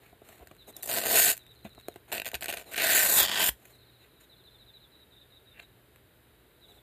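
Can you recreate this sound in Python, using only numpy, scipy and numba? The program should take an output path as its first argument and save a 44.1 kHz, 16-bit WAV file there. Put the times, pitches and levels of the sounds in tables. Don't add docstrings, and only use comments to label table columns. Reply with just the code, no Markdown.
import sys
import numpy as np
from scipy import signal
from scipy.fft import rfft, irfft
from scipy.io import wavfile
from numba import njit

SR = 44100
rng = np.random.default_rng(int(sys.argv[2]) if len(sys.argv) > 2 else 0)


def output_pcm(signal):
    pcm = np.clip(np.atleast_2d(signal).T, -1, 1) * 32767
    wavfile.write(sys.argv[1], SR, np.round(pcm).astype(np.int16))


N = 300762
TIME = np.arange(N) / SR


def from_db(db):
    return 10 ** (np.asarray(db) / 20)


def rms_one(x):
    return x / np.sqrt(np.mean(x ** 2) + 1e-20)


def energy_one(x):
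    return x / np.sqrt(np.sum(x ** 2) + 1e-20)


def add(out, s, sound):
    start = max(round(s * SR), 0)
    out[..., start:start + sound.shape[-1]] += sound[..., :N - start]


def drift(rate):
    knots = rng.standard_normal(8000)
    return rms_one(np.interp(TIME * rate, np.arange(len(knots)), knots))


def butter(x, hz, kind, order=2):
    return signal.sosfilt(signal.butter(order, hz, kind, fs=SR, output="sos"), x + 1e-18)


def convolve(x, response):
    return signal.fftconvolve(np.atleast_2d(x), np.atleast_2d(response), axes=-1)[:, :N]


def ring_of(spectrum, size=4096):
    hz, db = np.transpose(spectrum)
    octaves = np.log2(np.maximum(np.fft.rfftfreq(size, 1 / SR), 1))
    outside = np.abs(octaves - np.clip(octaves, np.log2(hz[0]), np.log2(hz[-1])))
    shape_db = np.maximum(np.interp(octaves, np.log2(hz), db) - 60 * outside, -70)
    cepstrum = irfft(np.log(from_db(shape_db)))
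    cepstrum[1:size // 2] *= 2
    cepstrum[size // 2 + 1:] = 0
    return energy_one(irfft(np.exp(rfft(cepstrum))))


@njit
def resonance(x, hz, width_hz):
    angle = 2 * np.pi * hz / SR
    radius = np.exp(-np.pi * width_hz / SR)
    gain = np.sqrt((1 - radius ** 2) / 2)
    y = np.zeros(len(x))
    for i in range(2, len(x)):
        feedback = 2 * radius * np.cos(angle[i]) * y[i - 1] - radius ** 2 * y[i - 2]
        y[i] = gain * (x[i] - x[i - 2]) + feedback
    return y


def two_ports(mid, side):
    return mid + from_db(-4.8) * butter(side, 6600, "high", order=8) * [[1], [-1]]


def background():
    # f/Hz, level/dB
    rumble_colour = [(12, -48.5), (20, -17), (55, 4.5), (113, -2.5), (162, -5.5), (219, -7.5), (415, -3),
                     (548, -9.5), (637, -9), (709, -12.5), (936, -13.5), (1130, -16.5), (1560, -12.5),
                     (2300, -17), (3300, -19.5), (4290, -55), (7260, -120)]
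    hiss_colour = [(3000, -9), (4300, -9), (5000, -14.5), (5800, -25), (6600, -16.5), (8200, -12.5),
                   (11500, -8.5), (14000, -4)]
    white = rng.standard_normal((4, N))
    rumble = from_db(-62.5) * convolve(white[0], ring_of(rumble_colour))
    mid, side = convolve(white[1:3], ring_of(hiss_colour))
    hiss = from_db(-70) * two_ports(mid, from_db(-0.5) * side)
    chorus = from_db(-76) * rms_one(butter(white[3], [3630, 3980], "band")) * from_db(0.85 * drift(5))
    hum = from_db(-68) * np.sin(2 * np.pi * 119.5 * TIME) * (1 + .3 * drift(5.4))
    return rumble + hiss + chorus + hum


def crackle(gains, per_s, size_db, clump_db, clump_rate):
    pull = np.clip(np.hypot(gains[1], gains[2]) / from_db(-26.5), .15, 2)
    chance = np.clip(per_s * pull ** 0.68 / SR, 0, 1)
    released = rng.random(N) < chance
    sizes = rms_one(from_db(size_db * np.minimum(rng.exponential(1, (3, N)), 3)))
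    depth = np.log(from_db(clump_db)) / (.7 + pull)
    clumps = np.exp(depth * np.clip(drift(clump_rate), -3, 1.5) - depth ** 2)
    return gains * released * sizes * clumps / np.sqrt(chance) * rng.choice([-1, 1], (3, N))


def rubs():
    # t/s, length/s, dull rub/dB, rasp/dB, hiss/dB
    slides = [(0.0, .12, -65, -62, -68.5), (0.233, 0.16, -59, -60.5, -62), (0.388, 0.06, -54, -65, -71),
              (0.667, 0.045, -47, -59.5, -52), (0.748, 0.076, -56, -66, -58),
              (2.078, .05, -51.5, -56, -59.5), (2.649, 0.1, -52, -58, -57.5), (3.56, .22, -67, -67, -65),
              (3.993, 0.094, -74, -65, -73), (4.196, .06, -82, -64, -63.5), (5.57, 0.071, -58.5, -58, -67),
              (6.63, .18, -66, -76, -71.5)]
    peak_share, roundness = 0.54, 0.54
    gains = np.zeros((3, N))
    for s, length, *levels_db in slides:
        progress = TIME[:round(length * SR)] / length
        arch = np.sin(np.interp(progress, [0, peak_share, 1], [0, np.pi / 2, np.pi]))
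        add(gains, s, from_db(levels_db)[:, None] * np.abs(arch) ** roundness)
    return from_db(-0.5) * crackle(gains, per_s=33000, size_db=-0.5, clump_db=2.5, clump_rate=110)


def handling(force):
    # f/Hz, level/dB
    knock = [(90, -7), (220, -7.5), (420, -1), (520, -7), (700, 1), (900, -11), (1400, -21.5)]
    tick = [(1000, -8), (1700, -2), (2700, -3), (3400, -10), (4300, -8), (5200, -41)]
    skin = fizz(butter(force[2], 4800, "high", order=4))
    return convolve(force[0], ring_of(knock)) + convolve(force[1], ring_of(tick)) + skin


def fizz(force):
    # f/Hz, level/dB
    hook_colour = [(3290, -32), (5600, -11), (5780, -18.5), (6660, -5), (7410, -3), (11000, -6),
                   (12300, -4), (14000, 3), (14500, -11)]
    mean_lag_s, spread_s, jumps_per_s = .00055, .0002, 35
    spot = np.cumsum(rng.random(N) < jumps_per_s / SR)
    lag_s = np.abs(mean_lag_s + spread_s * rng.standard_normal(N)[spot])
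    echo = from_db(-3) * np.interp(TIME - lag_s, TIME, force)
    ring = ring_of(hook_colour)
    return two_ports(convolve(force + echo, ring), convolve(force * rng.choice([-1, 1], N), ring))


def burst(levels_db, scatter_s, scatter_db, size=600):
    decay = np.exp(-np.arange(size) / SR / scatter_s)
    trail = rng.standard_normal((3, size)) * rng.standard_normal(size) * decay
    trail = from_db(scatter_db) * np.array([energy_one(row) for row in trail])
    trail[:, 0] = 1
    return from_db(levels_db)[:, None] * np.array([energy_one(row) for row in trail]) * np.sqrt(.004 * SR)


def taps():
    # t/s, knock/dB, tick/dB, fizz/dB, contact time/s
    contacts = [(0.128, -50.5, -72, -74, .004), (0.218, -48, -72, -73, .004), (0.288, -52, -54, -54, .006),
                (0.512, -43, -53, -60.5, 0.0051), (1.650, -40, -44.5, -55.5, 0.016),
                (1.779, -43, -69, -72, 0.0046), (1.884, -33.5, -42, -43.5, 0.0012),
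                (1.9591, -44, -50, -54.5, 0.0039), (2.333, -38.5, -50, -49, .006),
                (3.654, -57, -56.5, -55.5, 0.0035), (5.6, -54, -47, -59, 0.00081),
                (5.627, -58, -59, -66, 0.0033), (5.96, -75, -57.5, -63, 0.0012)]
    firm_contact_s = .001
    force = np.zeros((3, N))
    for s, *levels_db, contact_s in contacts:
        softness_db = 10 * np.log10(contact_s / firm_contact_s)
        add(force, s, burst(levels_db, scatter_s=contact_s, scatter_db=softness_db, size=1200))
    return force


def strays(per_s=130, size_db=7.5, fizz_db=-1):
    # start/s, end/s, level/dB
    regrips = [(0.224, 0.82, -73.5), (1.38, 2.004, -71)]
    level = sum(from_db(db) * ((TIME > start) & (TIME < end)) for start, end, db in regrips)
    sizes = rms_one(from_db(size_db * np.minimum(rng.exponential(1, N), 2.5)))
    clicks = level * (rng.random(N) < per_s / SR) * sizes * np.sqrt(SR / per_s)
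    return np.array([np.zeros(N), clicks, from_db(fizz_db) * clicks])


def jolts():
    # t/s, level/dB, f/Hz, t60/s
    bounces = [(0.407, -48, 65.6, .13), (1.649, -35.5, 210, 0.1), (1.652, -46.5, 75, .1),
               (2.344, -41, 72, 0.1), (3.211, -44, 60, .16), (3.485, -35.5, 58, .16)]
    out, t = np.zeros(N), TIME[:SR // 3]
    for s, db, hz, t60 in bounces:
        add(out, s, from_db(db - 60 * t / t60) * np.sin(2 * np.pi * hz * t))
    return out


def snaps():
    # t/s, backing level/dB, fizz over backing/dB
    tufts = [(0.472, -53, 0), (0.766, -54.5, 14.5), (0.8257, -55, 9), (0.8312, -47, 11.5), (0.914, -33, 2),
             (0.9296, -41, 9), (0.9392, -38, 6), (0.964, -32, -5), (0.9844, -31, -2), (1.3683, -52, 5),
             (1.3768, -53, 10), (2.169, -46, -2), (2.1795, -33, -11), (2.1986, -33, -7), (2.2181, -35, -9),
             (2.247, -40.5, -6), (2.2563, -40.5, 1.5), (2.2636, -33.5, -10), (2.2693, -41, 3.5),
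             (2.2786, -38.5, 1.5), (2.2873, -44.5, 2), (2.316, -44.5, -1), (2.3434, -31, -10),
             (2.3527, -36, 1), (2.409, -45.5, 3), (2.4239, -34, -10), (2.432, -41, 4), (2.4425, -35.5, -2),
             (2.4581, -34, -3), (2.4831, -34, -4), (2.5013, -35, -2), (2.5373, -36.5, -18),
             (2.5717, -39.5, -2.5), (2.7437, -36, -11), (2.778, -27, -7), (3.49, -25, -5.5)]
    force = np.zeros((3, N))
    for s, db, bright_db in tufts:
        sole_db = db - 9.5 - 0.2 * bright_db
        add(force, s, burst([sole_db, db, db + bright_db], scatter_s=0.0016, scatter_db=6.5))
    return force


def sole(force):
    # f/Hz, level/dB
    attached_colour = [(29, -38.5), (50, -19), (139, -17.5), (214, -10), (259, -13), (414, -6), (468, -4.5),
                       (528, -9.5), (673, 1.5), (857, -11.5), (955, -12.5), (1150, -17.5), (1250, -15),
                       (1620, -37.5), (2750, -120)]
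    free_colour = [(50, -11.5), (110, -12), (195, -3), (260, -9), (420, -1.5), (520, -6), (660, 2.5),
                   (850, -0.5), (1030, 1), (1300, -7.5), (1700, -34.5)]
    free = np.interp(TIME, [3, 3.2], [0, 1])
    attached_boom = convolve(force * np.sqrt(1 - free), ring_of(attached_colour))
    return attached_boom + convolve(force * np.sqrt(free), ring_of(free_colour))


def backing(force):
    # f/Hz, level/dB
    colour = [(680, -44), (1150, -18.5), (1360, -11), (1520, 2.5), (1670, -7), (1830, 3), (2170, -7.5),
              (2470, -3.5), (2790, -3.5), (3280, -9), (3760, -4), (4390, -1.5), (4860, -4.5), (5800, -26),
              (7540, -31.5), (12800, -120)]
    # t/s, f/Hz, share of the drive/0-1
    flap_path = [(1.32, 2700, .02), (2.2, 2550, .2), (2.78, 2450, .25), (2.85, 1850, 0.1), (3.06, 1790, .1),
                 (3.089, 3900, .02), (3.17, 3600, .4), (3.24, 3320, .66), (3.45, 2950, 0.4)]
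    s, hz, share = np.transpose(flap_path)
    share = np.interp(TIME, s, share)
    push = force * np.sqrt(share) + 1e-18
    bend = resonance(push, np.interp(TIME, s, hz), width_hz=460)
    edge = from_db(-2) * resonance(push, np.full(N, 4500.), width_hz=600)
    flap = butter(bend + edge, 1000, "high")
    flap = butter(flap, [5500, 6400], "bandstop")
    return convolve(force * np.sqrt(1 - share), ring_of(colour)) + flap


def cricket(roughness=.55, scatter_hz=25, sag_hz_per_s=14500):
    # t/s, stroke count, period/s, level/dB, starting f/Hz
    runs = [(0.578, 4, 0.074, -65, 4180), (1.389, 3, .048, -67, 4040), (1.557, 6, 0.065, -67.5, 4224),
            (2.66, 1, 0.056, -64, 4200), (3.715, 5, 0.068, -69, 4285), (4.09, 3, 0.058, -75.5, 4170),
            (4.29, 8, 0.073, -65.5, 4175), (4.918, 3, 0.04, -66, 4050), (5.107, 3, .044, -64, 4010),
            (5.302, 2, 0.042, -66, 4030), (5.457, 2, 0.039, -65, 3980), (5.617, 1, 0.035, -67, 4030),
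            (6.609, 3, 0.067, -66.5, 4114)]
    sounding_share = 0.76
    out = np.zeros(N)
    for start, count, period, db, top_hz in runs:
        t = TIME[:round(sounding_share * period * SR)]
        swell = rms_one(np.abs(np.sin(np.pi * (t / t[-1]) ** 0.6)) ** .5)
        for k, detune in enumerate(rng.standard_normal(round(count))):
            hz = top_hz + scatter_hz * detune - sag_hz_per_s * t
            tone = np.sqrt(2) * np.sin(2 * np.pi * np.cumsum(hz) / SR)
            add(out, start + k * period, from_db(db) * swell * tone)
    return out * (1 + roughness * drift(220))


def rips():
    # t/s, backing rasp/dB, fizz over rasp/dB
    first_rip = [(0.825, -56.5, 10.5), (0.883, -47, 10.5), (0.893, -36, 3.5), (0.953, -37.5, 2),
                 (0.969, -35, 4), (0.997, -39.5, 2), (1.199, -27, 5.5), (1.249, -32, 7.5), (1.285, -28, 4),
                 (1.311, -31, 5), (1.36, -57.5, 3)]
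    last_rip = [(2.712, -55, -1), (2.716, -52, 0), (2.788, -29.5, -6.5), (2.988, -26.5, 4), (3.06, -33, 5),
                (3.14, -32.5, 6), (3.19, -24.5, 5), (3.22, -26.5, -1.5), (3.272, -33, -7),
                (3.436, -27, -2.5), (3.494, -33, 7), (3.5, -47.5, 9.5)]
    firm_pull_db, sole_follows = -32.5, 0.86
    firm_boom_db = np.interp(TIME, [1.146, 1.216], [-33, -40.5])
    gains = np.zeros((3, N))
    for course in (first_rip, last_rip):
        s, rasp_db, bright_db = np.transpose(course)
        pull_db = np.interp(TIME, s, rasp_db)
        sole_db = firm_boom_db + sole_follows * (pull_db - firm_pull_db)
        fizz_db = pull_db + np.interp(TIME, s, bright_db)
        peeling = (TIME >= s[0]) & (TIME <= s[-1])
        gains += peeling * from_db([sole_db, pull_db, fizz_db])
    return crackle(gains, per_s=2700, size_db=3.4, clump_db=3, clump_rate=240)


def tugs(attack_s=0.00304, sag_db_per_s=157, release_db_per_s=900):
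    # t/s, length/s, backing level/dB
    pulls = [(2.1168, 0.065, -33), (2.254, 0.047, -44.5), (2.34, 0.01, -37.5), (2.415, 0.058, -44),
             (2.486, 0.0266, -37.5), (2.524, 0.11, -38.5), (2.719, .02, -49)]
    envelope, t = np.zeros(N), TIME[:SR // 3]
    for s, length, db in pulls:
        fall_db = sag_db_per_s * t + release_db_per_s * np.maximum(t - length, 0)
        add(envelope, s, np.minimum(t / attack_s, 1) * from_db(db - fall_db))
    gains = envelope * from_db([[-1.5], [0], [-2]])
    return crackle(gains, per_s=5000, size_db=3.5, clump_db=3, clump_rate=300)


def scrapes(per_s=2000):
    # end/s, build-up/s, level/dB
    presses = [(4.052, .05, -66), (5.586, 0.063, -54.5), (5.598, 0.007, -40)]
    # f/Hz, level/dB
    tip_colour = [(1250, -33), (1550, 1), (2100, -4), (2750, 3), (3150, -12), (3900, -32)]
    force, t = np.zeros(N), TIME[:SR // 5]
    for end, length, db in presses:
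        slips = (rng.random(len(t)) < per_s / SR) * rng.standard_normal(len(t)) * np.sqrt(SR / per_s)
        build = np.exp(2 * (t - t[-1]) / length)
        add(force, end - t[-1], from_db(db) * build * slips)
    return convolve(force, ring_of(tip_colour))


def room(x, t60, wet_db, dull_hz):
    t = TIME[:SR // 2]
    tail = rng.standard_normal(len(t)) * from_db(-60 * t / t60) * (t > .003)
    tail = energy_one(butter(tail, dull_hz, "low", order=1))
    return x + from_db(wet_db) * convolve(x, tail)


def scene():
    peeling = rips() + tugs()
    touches = rubs() + taps() + strays()
    on_sole, on_backing, on_hooks = peeling + snaps()
    shoe = sole(on_sole) + backing(on_backing) + fizz(on_hooks)
    near = room(shoe + handling(touches) + scrapes() + jolts(), t60=.13, wet_db=-16.5, dull_hz=15000)
    far = from_db(-1) * room(cricket(), t60=0.19, wet_db=-1, dull_hz=7960)
    return near + far + background()


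def record(dry):
    thinned = butter(dry, 42, "high", order=4)
    return signal.sosfilt(signal.ellip(14, .2, 80, 14450, fs=SR, output="sos"), thinned)


dry = scene()
out = record(dry)
output_pcm(out)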